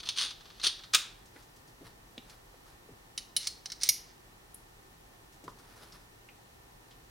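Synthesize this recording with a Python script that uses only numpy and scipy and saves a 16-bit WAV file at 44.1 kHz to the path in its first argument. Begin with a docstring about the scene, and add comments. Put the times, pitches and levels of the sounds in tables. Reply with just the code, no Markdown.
"""Steel grates on steel as a double-ended bit is dragged out of a hollow screwdriver shaft.
It catches, then pops past the detent, the little sprung ball that holds it in. Fingers rub, tick and
knock on the tool. Another bit taps the opening, slides in with clinks and scrapes, and snaps home.
Each hit is a burst of tiny bounces plus ringing steel; each scrape is a stream of tiny slips.
It is all heard from close above a table in a small, quiet room with soft ventilation."""
import sys
import numpy as np
from scipy import signal
from scipy.fft import rfft, irfft, next_fast_len
from scipy.io import wavfile
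from scipy.ndimage import uniform_filter1d, map_coordinates

SR = 44100
rng = np.random.default_rng(int(sys.argv[2]) if len(sys.argv) > 2 else 0)


def master_out(mix):
    """Clip the mix to full scale and print it as 16-bit PCM to the path in sys.argv[1]."""
    frames = np.transpose(np.atleast_2d(mix))
    ceiling = np.clip(frames, -1, 1)
    pcm = np.round(ceiling * 32767).astype(np.int16)
    wavfile.write(sys.argv[1], SR, pcm)


N = 313110
RING = np.arange(SR // 4) / SR  # seconds since a hit
BASS_EDGE_HZ, TREBLE_EDGE_HZ = 2000, 7500


def amp(db):
    """Turn decibels (dB) into a number to multiply by."""
    return 10 ** (np.asarray(db) / 20)

def unit(x):
    """Scale a signal to an average power of 1."""
    return x / np.sqrt(np.mean(x ** 2) + 1e-20)

def punch(x):
    """Give a hit the energy of a hundredth of a second at power 1."""
    return x / np.sqrt(np.sum(x ** 2) / (SR // 100) + 1e-20)

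def fade(t, t60):
    """Die away; t60 is the fade time, the seconds it takes to drop 60 dB."""
    return amp(-60 * t / np.maximum(t60, 1e-3))

def along(points, hz):
    """Read a value between the rows of a (pitch, value) table."""
    pitches, values = np.transpose(points)
    return np.interp(np.log(hz + 1), np.log(pitches + 1), values)

def filtered(x, response):
    """Turn each frequency up or down by response(hz)."""
    n = x.shape[-1]
    padded = next_fast_len(n + SR // 10)
    return irfft(rfft(x, padded) * response(np.fft.rfftfreq(padded, 1 / SR)), padded)[..., :n]

def coloured(x, colour, size=1024):
    """Give x a tone colour: a table of how strong each pitch is."""
    cepstrum = irfft(np.log(amp(along(colour, np.fft.rfftfreq(size, 1 / SR)))))
    cepstrum[1:size // 2] *= 2  # folded so that nothing sounds before its cause
    cepstrum[size // 2 + 1:] = 0
    return signal.fftconvolve(x, irfft(np.exp(rfft(cepstrum))))[:len(x)]

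def excite(x, body):
    """Let every sample of x set off the body's sound."""
    return signal.fftconvolve(x, body / np.linalg.norm(body))[:N]

def add(track, start, x):
    """Mix x into the track, start seconds in."""
    i = max(round(start * SR), 0)
    track[i:i + len(x)] += x[:max(N - i, 0)]

def wobble(rate):
    """A smooth curve through rate random points a second."""
    return map_coordinates(rng.standard_normal(int(N * rate / SR) + 4), [np.arange(N) * rate / SR])

def pressure_of(strokes, rise, fall, depth_db):
    """Each stroke swells, holds and eases off; rise and fall are shares of its length."""
    pressure = np.zeros(N)
    for start, length, db in strokes:
        progress = np.linspace(0, 1, max(round(length * SR), 2))
        slack = np.maximum(np.maximum(1 - progress / rise, 1 - (1 - progress) / fall), 0)
        add(pressure, start, amp(db - depth_db * slack))
    return uniform_filter1d(pressure, SR // 250)

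def friction(pressure, slips_per_s, spread_db):
    """Rubbing surfaces slip at random moments, harder under more pressure."""
    slips = (rng.random(N) < slips_per_s / SR) * rng.choice([-1, 1], N)
    sizes = amp(spread_db * rng.standard_normal(N))
    return unit(slips * sizes) * pressure

def scrape(slips, notes, colour, notes_db, firm_db=-45):
    """Slips set the steel ringing; only firm pressure brings out the treble."""
    ring = sum(amp(db) * np.sin(2 * np.pi * hz * RING) * fade(RING, t60) for hz, db, t60 in notes)
    clack = coloured(signal.unit_impulse(len(RING)), colour)
    body = clack / np.linalg.norm(clack) + amp(notes_db) * ring / np.linalg.norm(ring)
    sound = excite(slips, body)
    dull = filtered(sound, lambda hz: 1 / (1 + (hz / TREBLE_EDGE_HZ) ** 10))
    pressure = np.sqrt(np.abs(uniform_filter1d(slips ** 2, SR // 50)))
    return dull + (sound - dull) * pressure / (pressure + amp(firm_db))

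def settle(t60, rattle_s):
    """Loose parts rattle briefly, then come to rest."""
    return fade(np.hypot(RING, rattle_s) - abs(rattle_s), t60)

def chatter(t60, rattle_s=0):
    """A hit is a dying run of tiny, uneven bounces."""
    sizes = np.exp(0.45 * rng.standard_normal(len(RING)))
    return rng.standard_normal(len(RING)) * sizes * settle(t60, rattle_s)

def steel(notes, colour, t60, notes_db, rattle_s):
    """One hit on hand-held steel: a clack plus ringing notes that shift a little with the grip."""
    shifts, extras_db = rng.normal([[1], [0]], [[.003], [1.2]], (2, len(notes)))
    ring = np.zeros(len(RING))
    for (hz, db, life), shift, extra_db in zip(notes, shifts, extras_db):
        wave = np.sin(2 * np.pi * (hz * shift * RING + rng.random()))
        ring += amp(db + extra_db) * wave * settle(life, rattle_s)
    clack = coloured(chatter(t60, rattle_s), colour)
    return punch(clack) + amp(notes_db) * punch(ring)

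def three_bands(hz):
    """Share each frequency out among bass, middle and treble."""
    bass, below_treble = (1 / (1 + (hz / edge) ** 12) for edge in (BASS_EDGE_HZ, TREBLE_EDGE_HZ))
    return np.array([bass, below_treble - bass, 1 - below_treble])

def hits(rows, notes, colour, t60, notes_db, rattle_s, bass_db, treble_db, brightening, firm_db=-30.5):
    """The harder steel parts meet, the more the sound leans from bass to treble."""
    track = np.zeros(N)
    for start, db in rows:
        force_db = db - firm_db
        weights = amp([bass_db - 0.59 * force_db, 0, treble_db + brightening * force_db])
        bands = filtered(steel(notes, colour, t60, notes_db, rattle_s), three_bands)
        add(track, start, amp(db) * sum(weight * punch(band) for weight, band in zip(weights, bands)))
    return track

def taps(rows):
    """Light touches, each a burst of bounces gathered around one pitch."""
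    track = np.zeros(N)
    for start, db, pitch, width, t60 in rows:
        resonance = lambda hz: (1j * hz * width / (pitch ** 2 - hz ** 2 + 1j * hz * width)) ** 2
        add(track, start, amp(db) * punch(filtered(chatter(t60), resonance)))
    return track


# Pulls on the old bit. Each row: start in seconds, length in seconds, level in dB.
PULLS = [(0, 0.014, -41), (.05, 0.044, -42.5), (.149, 0.16, -32), (.3, 0.88, -62), (.624, 0.08, -31),
         (.931, 0.028, -33.5)]
# The shaft's ringing notes. Each row: pitch in Hz, relative level in dB, fade time in seconds.
SHAFT_NOTES = [(2650, -8, .05), (3080, -4, .06), (3230, -3, .05), (3480, 0, .08), (3680, -5, .09),
               (3817, -3, .11), (4273, -1, .1), (4440, 1, .06), (4840, -5, .04), (5770, -8, .03),
               (6220, -6, .03), (9080, -4, .04), (9350, -8, .03), (15700, -20, .04)]
# The colour of its clack. Each row: pitch in Hz, relative level in dB.
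SHAFT_COLOUR = [(100, -39), (600, -28), (1200, -7.5), (2000, -11.5), (3400, 3.5), (4500, 0.5), (6300, -6),
                (7900, -19), (8600, -10.5), (9150, -2.5), (9750, -14.5), (10500, -24.5), (16000, -33)]

def old_bit_grating():
    """The old bit grates along the inside of the shaft."""
    pull = pressure_of(PULLS, rise=0.17, fall=0.48, depth_db=19)
    slips = friction(pull, slips_per_s=1000, spread_db=-0.5)
    return scrape(slips, SHAFT_NOTES, SHAFT_COLOUR, notes_db=-10.5, firm_db=-43)

def singing(x, hz, db, t60):
    """One note that the fingers barely muffle rings on after scrapes and hits."""
    ring = np.sin(2 * np.pi * hz * RING) * fade(RING, t60) * (1 - RING / RING[-1])
    return amp(db) * excite(x, ring)

# The colour of the room's air noise. Each row: pitch in Hz, relative level in dB.
AIR_COLOUR = [(12, -38.5), (20, -9.5), (43, 1), (86, -10), (120, -5.5), (198, -11), (262, -10.5), (388, -8),
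              (607, -14.5), (780, -9), (1710, -17.5), (1860, -14), (2080, -18), (11100, -28),
              (16000, -30.5)]
# How alike that noise is in both ears. Each row: pitch in Hz, likeness from -1 (opposite) to 1 (same).
EAR_LIKENESS = [(30, .997), (60, 0.96), (150, 0.95), (380, 0.13), (950, -0.21), (2380, -0.55),
                (5980, 0.081), (15000, 0.81)]
# The room's hum. Each row: pitch in Hz, level in dB before hum_db is added.
HUM_TONES = [(37.7, -70.5), (110, -72.5), (797, -96.5), (1798, -77), (4081, -84.5), (5760, -83),
             (5879, -86)]

def ventilation(air_db, hum_db):
    """Soft ventilation noise and hiss run throughout, with a few faint, unsteady tones."""
    angle = lambda hz: np.arccos(np.clip(along(EAR_LIKENESS, hz), -1, 1)) / 2
    shape = lambda hz: amp(along(AIR_COLOUR, hz)) * [np.cos(angle(hz)), np.sin(angle(hz))]
    mid, side = filtered(rng.standard_normal((2, N)), shape)
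    drift = lambda: np.cumsum(rng.normal(0, .02, N))
    t = np.arange(N) / SR
    hum = sum(amp(db + hum_db) * np.sin(2 * np.pi * hz * t + drift()) for hz, db in HUM_TONES)
    return amp(air_db) * unit(np.array([mid + side, mid - side])) + hum

# The old bit catching in the shaft. Each row: start in seconds, level in dB.
CATCHES = [(0.0308, -45), (0.0709, -43), (0.0885, -28.5), (0.185, -28), (0.307, -41.5), (0.598, -46),
           (0.638, -30), (0.6445, -28), (0.6669, -22.5), (0.7913, -51.5), (0.836, -47.5)]

def old_bit_catching():
    """The bit catches on its way out, and briefly sticks and slips in an even judder."""
    first_s, gap_s, slip_db = .4075, .0475, -53.5
    judder = [(first_s + k * gap_s, slip_db + rng.normal(0, 1)) for k in range(3)]
    return hits(CATCHES + judder, SHAFT_NOTES, SHAFT_COLOUR, t60=0.056, notes_db=-6.5,
                rattle_s=0.00452, bass_db=-19, treble_db=-16.5, brightening=.3)

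# Strokes of skin on the tool. Each row: start in seconds, length in seconds, level in dB.
RUBS = [(.035, 0.059, -50.5), (.17, 0.12, -51.5), (.632, .04, -44.5), (1.34, 0.08, -58.5),
        (1.81, 0.11, -59), (2.23, .13, -59), (2.55, 0.19, -64.5), (5.56, 0.49, -57), (6.72, .28, -81)]
# The colour of rubbing skin. Each row: pitch in Hz, relative level in dB.
SKIN_COLOUR = [(200, -4), (700, -3), (1400, -1), (2500, -10.5), (5000, -7), (7500, -19.5), (10000, -12.5),
               (16000, -28)]

def finger_rubs():
    """Skin scuffs unevenly along the shaft."""
    rub = pressure_of(RUBS, rise=0.59, fall=0.26, depth_db=10.5)
    slips = friction(rub, slips_per_s=1400, spread_db=-1.5) * unit(amp(3.9 * wobble(rate=45)))
    return excite(slips, coloured(signal.unit_impulse(len(RING)), SKIN_COLOUR))

# Metal ticking in the fingers. Each row: start in seconds, level in dB, pitch in Hz, pitch spread in Hz.
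TICKS = [(.615, -43, 4100, 900), (1.362, -55, 1680, 1090), (2.179, -44.5, 3000, 1580),
         (2.297, -53, 4100, 5470), (4.544, -47, 9940, 2600), (5.44, -56.5, 4440, 7040),
         (5.479, -42, 1120, 260), (5.922, -53, 4780, 2590), (6.2878, -53, 2470, 690),
         (6.909, -57.5, 3180, 3200)]
# The fingers changing their hold. Each row: start in seconds, end in seconds.
REGRIPS = [(1.25, 1.7), (5.3, 5.6)]

def metal_ticks():
    """Firm ticks are short, grazing ones linger; a change of grip scatters faint ones at random."""
    click_db, click_hz, click_width_hz = -19, 3950, 3400  # the broad click within each tick
    gap_s, graze_db, graze_hz, graze_width_hz = 0.13, -60.5, 5100, 5800
    life = lambda db: 0.068 * 2 ** ((-53.5 - db) / 7)  # 7 dB firmer halves the fade time
    rings = [(s, db, hz, width, life(db)) for s, db, hz, width in TICKS]
    clicks = [(s, db + click_db, click_hz, click_width_hz, life(db)) for s, db, _, _ in TICKS]
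    grazes = [(s + gap_s * rng.random() / 2, graze_db, graze_hz, graze_width_hz, life(graze_db))
              for start, end in REGRIPS for s in np.arange(start, end, gap_s)]
    return taps(rings + clicks + grazes)

def hand_jolts(rows, above_db=-24, softer_db=26, hz=320, width_hz=380, t60=.036):
    """The hardest hits jolt the hand with a dull bump."""
    return taps([(start, db - softer_db, hz, width_hz, t60) for start, db in rows if db > above_db])

# The detent letting go. Each row: start in seconds, level in dB.
POPS = [(0.9365, -26), (0.9462, -18.5)]
# The pop's ringing notes. Each row: pitch in Hz, relative level in dB, fade time in seconds.
POP_NOTES = [(1254, 1, .08), (1450, -6, .05), (2426, -4, .06), (2620, -2, .06), (3480, 0, .05),
             (3820, -1, .07), (4300, -2, .04), (5350, -4, .03), (7000, -6, .03), (8750, -4, .04),
             (12500, -14, .03)]
# The colour of its clack. 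Each row: pitch in Hz, relative level in dB.
POP_COLOUR = [(100, -34.5), (500, -24.5), (850, -25), (1080, -6), (1270, -7), (1600, -0.5), (2100, -11.5),
              (2600, -3.5), (3550, 1.5), (5000, -1), (8600, -9), (13500, -24), (16000, -19)]

def detent_pop():
    """The ball lets go and the old bit pops free."""
    return hits(POPS, POP_NOTES, POP_COLOUR, t60=0.034, notes_db=-5,
                rattle_s=0.0062, bass_db=-5, treble_db=-16, brightening=0.79)

# Dull knocks of the hand, on the tool and once (2.177 s) on the table. Each row: start in seconds, level in dB,
# pitch in Hz, fade time in seconds.
KNOCKS = [(1.359, -55.5, 338, .072), (1.809, -48, 326, 0.29), (2.177, -46, 243, 0.094),
          (2.542, -58.5, 390, 0.027), (2.888, -49.5, 320, 0.24), (5.437, -49, 314, 0.23),
          (5.479, -47, 397, 0.028)]

def hand_knocks(width_hz=300, slow_s=.14):
    """The fingers knock on the tool, and once on the table; after a slow, soft knock the palm follows with a
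    low thud."""
    lag_s, softer_db, thud_hz, thud_width_hz, thud_t60 = 0.031, 3, 114, 47, 0.099
    knocks = [(start, db, hz, width_hz, t60) for start, db, hz, t60 in KNOCKS]
    thuds = [(start + lag_s, db - softer_db, thud_hz, thud_width_hz, thud_t60)
             for start, db, _, t60 in KNOCKS if t60 > slow_s]
    return taps(knocks + thuds)

# The new bit's tip striking the shaft. Each row: start in seconds, level in dB.
TIP_HITS = [(3.1774, -34), (3.3648, -26.5)]
# The tip's ringing notes. Each row: pitch in Hz, relative level in dB, fade time in seconds.
TIP_NOTES = [(3010, -2, .06), (3720, -8, .04), (3990, -2, .045), (4240, -16, .14), (4450, -6, .045),
             (5230, -4, .035), (5850, -4, .03), (9220, -1, .04), (10750, -5, .04), (11100, -5, .055)]
# The colour of its clack. Each row: pitch in Hz, relative level in dB.
TIP_COLOUR = [(100, -38), (1000, -35), (1800, -21.5), (2300, -7), (3000, -8), (3400, -9), (4000, 2.5),
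              (6000, -2), (7800, -9), (9300, -4.5), (11200, -1.5), (11800, -19.5), (14000, -27),
              (15500, -14)]

def new_bit_aiming():
    """The new bit's tip strikes the mouth of the shaft and rings."""
    return hits(TIP_HITS, TIP_NOTES, TIP_COLOUR, t60=0.055, notes_db=1.5,
                rattle_s=0.0012, bass_db=-21, treble_db=-5, brightening=0.7)

# Pushes on the new bit. Each row: start in seconds, length in seconds, level in dB.
PUSHES = [(3.382, .092, -45.5), (3.801, 0.082, -39.5), (4.061, 0.063, -62)]
# The bit's ringing notes. Each row: pitch in Hz, relative level in dB, fade time in seconds.
BIT_NOTES = [(2184, -8, 0.035), (3070, -12, 0.067), (3980, -7, 0.062), (4110, -8, 0.061), (4500, -1, .04),
             (5100, 1.5, 0.037), (5600, 3.5, 0.018), (6200, -5, .03), (9500, -5, .035), (9800, -8, .04)]
# The colour of its clack. Each row: pitch in Hz, relative level in dB.
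BIT_COLOUR = [(100, -31.5), (800, -27), (1700, -12.5), (2150, -14.5), (3400, -4.5), (4200, 1.5),
              (5900, 1.5), (7800, -9), (9400, -2), (10200, -20), (12300, -21.5), (15500, -16)]

def new_bit_sliding():
    """The new bit scrapes down the shaft and stirs the air inside."""
    push = pressure_of(PUSHES, rise=.25, fall=0.038, depth_db=14)
    slips = friction(push, slips_per_s=1100, spread_db=0.5)
    return scrape(slips, BIT_NOTES, BIT_COLOUR, notes_db=-11.5) + shaft_air(push, PUSHES)

def shaft_air(pressure, strokes, start_hz=2040, rise_hz_per_s=2700, width_hz=200, gain_db=-16.5):
    """The air in the shaft sounds a breathy note that rises as each push shortens the hollow."""
    pitch = np.full(N, float(start_hz))
    for start, length, _ in strokes:
        add(pitch, start, rise_hz_per_s * np.arange(round(length * SR)) / SR)
    phase = 2 * np.pi * np.cumsum(pitch) / SR
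    flutter = filtered(rng.standard_normal((2, N)), lambda hz: 1 / (1 + (hz / width_hz) ** 2))
    return amp(gain_db) * pressure * unit(flutter[0] * np.cos(phase) + flutter[1] * np.sin(phase))

# The new bit bumping the inside wall. Each row: start in seconds, level in dB.
CLINKS = [(3.471, -30), (3.658, -37.5), (3.7007, -44), (3.7192, -37), (3.8175, -44), (3.8335, -27)]

def new_bit_clinking():
    """The bit clinks against the shaft on its way in."""
    return hits(CLINKS, BIT_NOTES, BIT_COLOUR, t60=0.0322, notes_db=-1.5,
                rattle_s=0.0028, bass_db=-22, treble_db=-8, brightening=0.89)

# The detent snapping in. Each row: start in seconds, level in dB.
SNAP = [(3.8893, -19.5)]
# The snap's ringing notes. Each row: pitch in Hz, relative level in dB, fade time in seconds.
SNAP_NOTES = [(2250, -17, .035), (2920, -13, .035), (3200, -11, .03), (3680, -8, .035), (4210, -9, .04),
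              (5060, 0, .045), (5820, -1, .05), (6600, -4, .05), (9570, -9, .035), (10760, -2, .045),
              (11480, -4, .045), (12330, -2, .045), (12650, -9, .05), (15700, -15, .04)]
# The colour of its clack. Each row: pitch in Hz, relative level in dB.
SNAP_COLOUR = [(200, -50), (700, -23.5), (1700, -18), (2200, -0.5), (3300, -3.5), (5000, 9.5), (6700, 4.5),
               (7700, -10), (8700, 3), (10800, 3), (12600, -2.5), (13300, -6), (16000, -16)]

def detent_snap():
    """The ball snaps into place with one bright hit as the new bit goes home."""
    return hits(SNAP, SNAP_NOTES, SNAP_COLOUR, t60=0.037, notes_db=-0.5,
                rattle_s=0.0055, bass_db=-17.5, treble_db=-10.5, brightening=0.68)

# The colour of sound scattered close by. Each row: pitch in Hz, relative level in dB.
SCATTER_COLOUR = [(200, -7), (1200, 0.5), (3000, -1), (6000, -1), (9000, 10.5), (13000, 1)]

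def close_scatter(x, lean_left_db, side_db=-10):
    """Table and hands scatter the sound a little differently to each side."""
    scatter = coloured(chatter(t60=0.014) * (1 - np.exp(-RING / .001)), SCATTER_COLOUR)
    side = amp(side_db) * excite(x, scatter)
    return np.array([x + side, x - side]) * amp([[lean_left_db / 2], [-lean_left_db / 2]])

def early_echoes(x, echo_db, t60, count=24):
    """Nearby walls and tools return a spray of weak copies of the sound."""
    delays = rng.uniform(.004, 0.053, count)
    echoes = np.zeros(len(RING))
    echoes[(delays * SR).astype(int)] = rng.standard_normal(count) * fade(delays, t60)
    return amp(echo_db) * excite(x, echoes)

# How long the room rings. Each row: pitch in Hz, fade time in seconds.
ROOM_FADES = [(200, 0.73), (1200, 0.47), (4000, 0.42), (9000, 0.28), (15000, 0.24)]

def room_wash(x, wash_db, build_s, side_db=-10):
    """Sound lingers between the walls as a smooth wash, treble dying first."""
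    hz, t, spectra = signal.stft(x, SR, nperseg=256)
    age = t[t < .5]
    decay = (fade(age, along(ROOM_FADES, hz)[:, None]) * (1 - np.exp(-age / build_s))) ** 2
    decay /= decay.sum(axis=1, keepdims=True)
    energy = signal.fftconvolve(np.abs(spectra) ** 2, decay, axes=1)[:, :len(t)]
    noise = signal.stft(rng.standard_normal((2, N)), SR, nperseg=256)[2]
    wash = noise * np.sqrt(np.abs(energy) / np.mean(np.abs(noise) ** 2))
    mid, side = signal.istft(wash, SR, nperseg=256)[1][:, :N]
    return amp(wash_db) * np.array([mid + amp(side_db) * side, mid - amp(side_db) * side])

def scene():
    """The old bit comes out and the new one goes in, with the hands and the room around them."""
    dragging = old_bit_grating() + old_bit_catching()
    old_bit = dragging + singing(dragging, hz=3791, db=-26, t60=0.46) + detent_pop()
    hands = hand_jolts(CATCHES + POPS) + finger_rubs() + hand_knocks() + metal_ticks()
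    handling = old_bit + hands
    feeding = new_bit_sliding() + new_bit_aiming() + new_bit_clinking()
    new_bit = feeding + singing(feeding, hz=4280, db=-24.5, t60=.24) + detent_snap()
    direct = close_scatter(handling, lean_left_db=0.5) + close_scatter(new_bit, lean_left_db=-1.1)
    echoes = early_echoes(handling + new_bit, echo_db=-13.5, t60=0.23)
    wash = room_wash(handling, wash_db=-10, build_s=0.0024)
    wash += room_wash(new_bit, wash_db=-13.5, build_s=0.016)
    return direct + echoes + wash + ventilation(air_db=-57, hum_db=2.5)

def record(dry):
    """Cut away the very highest treble, above 16000 Hz."""
    return filtered(dry, lambda hz: hz < 16000)


dry = scene()
out = record(dry)
master_out(out)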